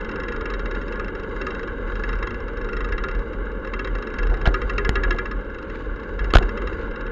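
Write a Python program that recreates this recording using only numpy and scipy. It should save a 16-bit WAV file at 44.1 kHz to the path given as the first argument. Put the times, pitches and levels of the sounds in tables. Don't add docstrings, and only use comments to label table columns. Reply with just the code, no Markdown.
import sys
import numpy as np
from scipy import signal
from scipy.fft import rfft, irfft, next_fast_len
from scipy.io import wavfile
from scipy.ndimage import uniform_filter1d

SR = 44100
rng = np.random.default_rng(int(sys.argv[2]) if len(sys.argv) > 2 else 0)


def generate_wav(sig):
    pcm = np.round(np.clip(np.atleast_2d(sig).T, -1, 1) * 32767).astype(np.int16)
    wavfile.write(sys.argv[1], SR, pcm)


N = 313551
T = np.arange(N) / SR

TOP_HZ = 15800
TREBLE_HZ = 7250

# start in seconds, signed push (relative), rise time constant in seconds.
JOLTS = [(4.465, .36, 0.0043), (4.4756, -0.79, 0.00079), (4.8937, -0.45, 0.0009), (6.339, 0.33, 0.0026),
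         (6.352, .9, 0.0012), (6.3559, -0.67, 0.00025), (6.3591, -1.1, 0.00031), (6.373, .3, 0.00053),
         (6.39, -.25, 0.00057)]
# frequency in Hz, relative gain in dB.
CRACK = [(200, -3), (900, 6.5), (1400, 7), (2400, -1), (3200, 0), (4300, -5.5), (5100, -11.5), (5900, -22),
         (6700, -11), (7200, -18.5), (8000, -26), (9500, -27.5), (11800, -32.5), (13000, -51), (16000, -53)]


def undb(db):
    return 10 ** (np.asarray(db) / 20)


def unit(x):
    return x / np.sqrt(np.mean(x ** 2))


def colour(x, points):
    hz, db = np.transpose(points)
    size = next_fast_len(2 * N)
    freq = np.maximum(np.fft.rfftfreq(size, 1 / SR), 1)
    gain_db = np.interp(np.log(freq), np.log(hz), db)
    cepstrum = irfft(np.log(undb(gain_db)), size)
    cepstrum[1:size // 2] *= 2
    cepstrum[size // 2 + 1:] = 0
    response = np.exp(rfft(cepstrum))
    return irfft(rfft(x, size) * response, size)[:N]


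def lowpass(x, hz):
    return signal.sosfilt(signal.ellip(8, .2, 70, hz, fs=SR, output="sos"), x)


def walk(rate):
    k = max(int(SR / rate), 1)
    steps = np.repeat(rng.standard_normal(N // k + 1), k)
    return unit(uniform_filter1d(steps, k)[:N])


def add(track, s, sound):
    i = max(int(s * SR), 0)
    track[i:i + len(sound)] += sound[:max(N - i, 0)]


def burst(envelope):
    evenness = .5
    spectrum = rfft(envelope * rng.standard_normal(len(envelope)))
    contacts = irfft(spectrum / np.abs(spectrum) ** evenness, len(envelope))
    contacts = contacts * (envelope / envelope.max()) ** .25
    return contacts / np.sqrt(np.sum(contacts ** 2))


def modes():
    # frequency in Hz, relative level in dB, 60 dB decay time in seconds.
    mode_table = [(1067, -1.5, 0.042), (1246.4, 1, 0.074), (1402, -4, 0.17), (1620, -6.5, 0.042),
                  (1680.3, 4, 0.075), (1921, -4.5, 0.077), (2046, -5, 0.096), (2255, -3, 0.018),
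                  (2342, -14.5, 0.093), (2698, 2, 0.031), (2784, -3, 0.03), (3160, -16, 0.085),
                  (3253, -16, 0.067), (3806, -9, 0.04), (4086, -15.5, 0.032), (4270, -17.5, 0.021),
                  (4640, -18.5, 0.02), (4936, -15, 0.015), (5180, -14.5, 0.024), (5383, -13, 0.026),
                  (5680, -21.5, 0.018), (6070, -26.5, 0.014), (6620, -19, 0.024), (7070, -26.5, 0.013)]
    t = T[:SR // 6]
    rows = []
    for k, (hz, db, t60) in enumerate(mode_table):
        decay = np.exp(-np.log(1000) * t / t60)
        rows.append(undb(db) * np.cos(2 * np.pi * hz * t) * (-1) ** k * decay)
    rows = np.array(rows)
    return rows / np.sqrt(np.sum(rows.sum(0) ** 2))


def housing(force):
    return signal.fftconvolve(force, modes().sum(0))[:N]


def rolling(frame_db, buzz_db, patchy_db=3.5, grain_db=2):
    # frequency in Hz, relative gain in dB.
    hum_outline = [(60, -1.5), (140, -12.5), (210, 1), (250, -3), (300, 0), (380, -1.5), (470, 3.5),
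                   (550, -2.5), (620, -15), (710, -27), (850, -19), (1100, -33.5), (2000, -66)]
    buzz_outline = [(600, -31.5), (890, -3), (990, -8.5), (1100, 2.5), (1250, -8.5), (1420, 3),
                    (1720, -0.5), (1830, -25.5), (2050, -6), (2550, -30.5), (2750, -13), (3500, -33.5),
                    (3820, -22.5), (4300, -58.5)]
    hiss_outline = [(2500, -8), (3500, -11), (3820, 14.5), (4100, -5), (4400, -4.5), (4680, 4),
                    (5000, -6.5), (5500, -13.5), (5850, -11), (6150, -9), (6400, -8.5), (6850, -3.5),
                    (7300, -20.5)]
    hum_gain_db, buzz_gain_db, hiss_gain_db = 1.5, -1, -32
    hum = unit(colour(rng.standard_normal(N), hum_outline)) * undb(frame_db + hum_gain_db)
    grains = rng.standard_normal(N) * undb(1.3 * walk(110))
    buzz = unit(colour(grains, buzz_outline)) * undb(buzz_db + buzz_gain_db)
    hiss_db = buzz_db + hiss_gain_db + patchy_db * walk(7.5) + grain_db * walk(160)
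    hiss = unit(colour(grains, hiss_outline)) * undb(hiss_db)
    return hum + buzz + hiss


def swing_level(patchy_db=1.27):
    # time in seconds, relative level in dB.
    road_swing = [(0, -31.5), (.95, -30), (1.65, -34.5), (2.2, -26.5), (2.45, -33), (2.7, -26.5),
                  (3.2, -24.5), (3.28, -30.5), (3.5, -32.5), (3.86, -32), (3.96, -23.5), (4.08, -34.5),
                  (4.32, -20), (4.6, -25), (4.75, -25.5), (5.14, -20.5), (5.21, -29.5), (5.39, -30),
                  (5.7, -38), (5.85, -26), (6.06, -32.5), (6.25, -23.5), (6.57, -29.5), (7.11, -29.5)]
    after_db, after_s = -12, 0.035
    road = undb(np.interp(T, *np.transpose(road_swing)) + patchy_db * walk(10))
    after = sum(abs(push) * (T > s) * np.exp(-np.abs(T - s) / after_s) for s, push, _ in JOLTS)
    held = np.max([np.exp(-((T - s - .004) / .012) ** 2) for s, _, _ in JOLTS], axis=0)
    return 20 * np.log10(np.hypot(road, undb(after_db) * after)) - 18 * held


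def mount_shake(shake_db, mount_hz=41, ring_db=-2, rumble_db=-32, follow=0.79):
    # frequency in Hz, relative gain in dB.
    rumble_outline = [(10, -23.5), (25, -7), (34, -0.5), (41, 1.5), (50, -5.5), (62, -7.5), (85, -13.5),
                      (125, -20.5), (200, -31.5), (500, -77.5)]
    shake_db = np.minimum(shake_db, -20)
    rumble = unit(colour(rng.standard_normal(N), rumble_outline))
    wandering_hz = mount_hz * (1 + 0.0594 * walk(10))
    ring = np.sqrt(2) * np.sin(2 * np.pi * np.cumsum(wandering_hz) / SR)
    rumble_level = undb(rumble_db + follow * (shake_db - np.median(shake_db)))
    return ring * undb(shake_db + ring_db) + rumble * rumble_level


def clatter(shake_db):
    # frequency in Hz, relative gain in dB.
    clatter_outline = [(150, -20.5), (380, 7), (560, -10), (750, -1.5), (1100, -15), (2000, -32),
                       (5000, -48)]
    grains = rng.standard_normal(N) * undb(3.0 * walk(70))
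    swing_db = np.minimum(shake_db, -16) + 18
    return unit(colour(grains, clatter_outline)) * undb(-35.5 + 2 * swing_db)


def loose_grit(stray_db=-60):
    # middle in seconds, length (two standard deviations) in seconds, level in dB.
    patch_table = [(4.36, 0.14, -64), (5.76, 0.16, -49.5), (6.81, .09, -49.5)]
    # frequency in Hz, relative gain in dB.
    grit_outline = [(500, -14.5), (900, -2.5), (1600, 6.5), (2100, 2.5), (2500, 0), (3000, -5),
                    (3900, -7.5), (4700, -14.5), (5600, -24), (6800, -21), (7300, -26)]
    struck = rng.random(N) < 500 / SR
    signs = rng.choice([-1, 1], N)
    sizes = undb(3 * np.minimum(rng.exponential(size=N), 5))
    strays = struck * signs * sizes
    dense = rng.standard_normal(N) * undb(4.5 * walk(300))
    patches = sum(undb(db) * np.exp(-2 * ((T - s) / length) ** 2) for s, length, db in patch_table)
    return undb(stray_db) * unit(colour(strays, grit_outline)) + patches * unit(colour(dense, grit_outline))


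def bounces():
    # start in seconds, relative strength in dB.
    strike_table = [(0.0073, -33.5), (0.045, -33.0), (0.0899, -31), (0.1126, -32), (0.1571, -31.5),
                    (0.199, -29.5), (0.233, -29.5), (0.282, -28.5), (0.3204, -30), (0.3613, -31),
                    (0.408, -30), (0.455, -27.5), (0.4994, -28), (0.5364, -26), (0.5926, -29.5),
                    (0.656, -27.5), (0.71, -29.5), (0.7471, -31), (0.812, -33.5), (0.879, -34),
                    (0.9223, -31), (0.9552, -34), (0.9949, -27.5), (1.0433, -33), (1.0796, -32.5),
                    (1.1493, -33.5), (1.196, -35), (1.231, -36), (1.29, -44), (1.3596, -36.0),
                    (1.4131, -25.5), (1.4664, -23.5), (1.5043, -29), (1.546, -32.5), (1.592, -31.5),
                    (1.629, -32.5), (1.6736, -32.5), (1.877, -41), (1.9187, -37.5), (1.9531, -32),
                    (1.9937, -35.5), (2.035, -27), (2.0894, -28), (2.128, -30), (2.153, -38),
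                    (2.187, -36.5), (2.2253, -26.5), (2.2703, -26.5), (2.306, -31.5), (2.3421, -33),
                    (2.401, -38.5), (2.48, -34), (2.57, -34), (2.613, -36), (2.6437, -32.5),
                    (2.6875, -31.5), (2.729, -29.5), (2.7663, -27), (2.8045, -28.5), (2.8435, -28.5),
                    (2.886, -34.5), (2.9212, -26.5), (2.9788, -26.5), (3.037, -24.5), (3.0836, -29),
                    (3.111, -33.5), (3.1476, -34.5), (3.1893, -37.5), (3.3302, -37), (3.455, -44),
                    (3.6467, -35.5), (3.6723, -34), (3.7347, -25.5), (3.791, -25.5), (3.8447, -27),
                    (3.872, -30.5), (3.9508, -30.5), (3.984, -35), (4.023, -30.5), (4.0687, -32),
                    (4.1014, -37), (4.1373, -32), (4.185, -25), (4.229, -29.5), (4.2679, -32.5),
                    (4.298, -36.5), (4.339, -31), (4.3696, -40), (4.413, -32.0), (4.46, -22), (4.5404, -20),
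                    (4.615, -27), (4.695, -24), (4.733, -37), (4.78, -19), (4.8473, -21.5), (4.9539, -19),
                    (5.0338, -20.5), (5.1062, -19.5), (5.1613, -40.0), (5.1842, -23), (5.255, -30.5),
                    (5.3118, -29), (5.408, -45), (5.5441, -38), (5.5841, -36), (5.6246, -36),
                    (5.697, -35.5), (5.959, -42.5), (5.996, -39.5), (6.032, -37.5), (6.1902, -28.5),
                    (6.242, -30), (6.3029, -29.5), (6.4242, -28.5), (6.49, -30.5), (6.573, -28),
                    (6.6168, -32.5), (6.6712, -28.5), (6.729, -36), (6.91, -38), (6.9576, -33.5),
                    (7.007, -34), (7.064, -35.5)]
    rest_db, scatter_db = -51, 4
    bounce_s, jitter = .047, .25
    flight_s = .26
    contacts = list(strike_table)
    for (s, db), (until, _) in zip(strike_table, strike_table[1:]):
        start = s + flight_s * undb(db)
        lull = until - start
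        count = int(lull / bounce_s + 1 / 3)
        for k in range(1, count):
            early, soft = rng.standard_normal(2)
            contacts.append((start + lull * (k - jitter * early) / count, rest_db - scatter_db * soft))
    return contacts


def rattle(lead=.0006, frame_hz=381, frame_db=-18.0):
    rise_s, skitter_s = .0008, .0025
    mode_spread_db = 1.7
    out, force = np.zeros(N), np.zeros(N)
    t, rows = T[:SR // 8], modes()
    chatter = (1 - np.exp(-t / 0.0015)) * np.exp(-t / 0.021)
    soften = signal.butter(5, 2350, fs=SR, output="sos")
    for s, db in bounces():
        decay = skitter_s * 2 ** rng.uniform(-0.15, 0.93)
        skitter = (1 - np.exp(-t / rise_s)) * np.exp(-t / decay)
        hard = undb(1.42 * (db + 20.5))
        first = undb(db + 25.0) * burst(skitter)
        later = hard * undb(2.5) * signal.sosfilt(soften, burst(chatter))
        spot = undb(mode_spread_db * rng.standard_normal(len(rows)))
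        add(force, s - lead, first)
        add(out, s - lead, signal.fftconvolve(first + later, unit(spot) @ rows))
        ring_hz = frame_hz * (1 + 0.029 * rng.standard_normal())
        ring = np.sin(2 * np.pi * ring_hz * t) * (1 - np.exp(-t / 0.015)) * np.exp(-t / 0.027)
        add(out, s, hard * undb(frame_db) * ring)
    return out + undb(-20) * colour(force, CRACK)


def grinding(attack=.001, release=0.0013, edge_db=-4):
    # start in seconds, length in seconds, level in dB, relative treble level in dB.
    grind_table = [(4.453, 0.02, -23, -14), (4.474, 0.014, -30, -10), (6.342, 0.021, -23.5, -2.5),
                   (6.365, 0.0068, -23, -4)]
    # frequency in Hz, relative gain in dB.
    body_outline = [(150, -8), (450, 3.5), (700, 0.5), (950, -4.5), (1400, 2), (1650, 10.5), (1850, -16),
                    (2100, 2.5), (2400, -18.5), (2700, -17), (4000, -25), (7000, -50)]
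    edge_outline = [(1500, -14), (2400, -6), (2750, 7), (3100, 3.5), (3800, -8), (4300, -4.5), (4650, -11),
                    (5200, -16), (5900, -14), (6700, -18.5), (7300, -19)]
    slips = rng.standard_normal(N) * undb(4 * walk(1200))
    body = unit(colour(slips, body_outline))
    edge = unit(colour(slips, edge_outline))
    out, t = np.zeros(N), T[:SR // 10]
    for s, length, db, treble_db in grind_table:
        load = (1 - np.exp(-t / attack)) * np.exp(-np.maximum(t - length, 0) / release)
        part = slice(int(s * SR), int(s * SR) + len(t))
        crunch = body[part] + undb(edge_db + treble_db) * edge[part]
        add(out, s, undb(db) * load * crunch)
    return out


def knocks():
    # start in seconds, relative level in dB, first ring in Hz,
    # its level in dB relative to the knock, second ring in Hz, its level likewise, crack decay constant in seconds.
    knock_table = [(4.4568, -43.5, 1410, 30, 3000, 26, .0013), (4.4645, -38.5, 1510, 20, 2380, 11, .0022),
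                   (4.4738, -28, 696, 20, 3830, 6, 0.00072), (4.4894, -49, 497, 30, 300, 24, 0.0037),
                   (4.8923, -16.5, 430, 5, 1150, -1, 0.0011), (5.128, -40, 420, 3, 1400, 9, .0014),
                   (5.145, -50, 690, 16, 850, 17, 0.0041), (6.3373, -19.5, 1300, 15, 400, 15, 0.0012),
                   (6.3375, -30, 3120, 13, 4340, 8, .0008), (6.3526, -15.5, 3300, -3, 4150, 2.5, 0.00064),
                   (6.3557, -17, 690, 16.5, 1420, 15.5, 0.0011),
                   (6.3694, -19.5, 1430, 10.5, 3000, -1, 0.0012),
                   (6.3852, -19.5, 1950, -3, 4130, -4, 0.00076)]
    edge_hz, db_per_octave = 20300, 11
    cracks, rings, t = np.zeros(N), np.zeros(N), T[:SR // 25]
    for s, db, first_hz, first_db, second_hz, second_db, decay in knock_table:
        edge = np.clip(edge_hz * 2 ** ((db + 15) / db_per_octave), TREBLE_HZ, TOP_HZ)
        crack = lowpass(burst(np.exp(-t / decay)), edge)
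        add(cracks, s, undb(db + 13.5) * np.sqrt(decay * SR / 2) * crack)
        for hz, ring_db, longer in (first_hz, first_db, 2.55), (second_hz, second_db, 1.7):
            envelope = (1 - np.exp(-t / 0.000077)) * np.exp(-t / (longer * decay))
            add(rings, s, undb(db + ring_db) * envelope * np.sin(2 * np.pi * hz * t))
    return colour(cracks, CRACK) + undb(-15) * housing(cracks) + lowpass(rings, TREBLE_HZ)


def jolts(swing_hz=31, decay=0.011):
    out, t = np.zeros(N), T[:SR // 5]
    for s, push, rise in JOLTS:
        envelope = (1 - np.exp(-t / rise)) * np.exp(-t / decay)
        add(out, s, push * envelope * np.cos(2 * np.pi * swing_hz * t))
    return out


def scene():
    # time in seconds, relative frame hum level in dB, relative housing buzz level in dB.
    road_table = [(0.0, -33.5, -35), (1.42, -32.5, -36.5), (2.08, -34.5, -36), (2.49, -34.5, -37.5),
                  (2.91, -34, -37), (3.23, -34.5, -38), (4.16, -34.5, -37), (5.07, -34, -35.5),
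                  (5.35, -35.5, -38.5), (6.04, -36, -38.5), (6.52, -32, -34.5), (7.11, -35, -37)]
    shake_db = swing_level()
    s, frame_points, buzz_points = np.transpose(road_table)
    frame_db, buzz_db = np.interp(T, s, frame_points), np.interp(T, s, buzz_points)
    main = rolling(frame_db, buzz_db) + mount_shake(shake_db) + clatter(shake_db) + loose_grit()
    main = main + rattle() + grinding() + jolts()
    return (lowpass(main, TREBLE_HZ) + knocks())[None]


def record(dry):
    hiss = undb(-82.5) * rng.standard_normal(dry.shape)
    rounded = dry / (1 + dry ** 6) ** (1 / 6)
    notch = signal.butter(3, (7450, 8450), "bandstop", fs=SR, output="sos")
    return lowpass(signal.sosfilt(notch, rounded) + hiss, TOP_HZ)


dry = scene()
out = record(dry)
generate_wav(out)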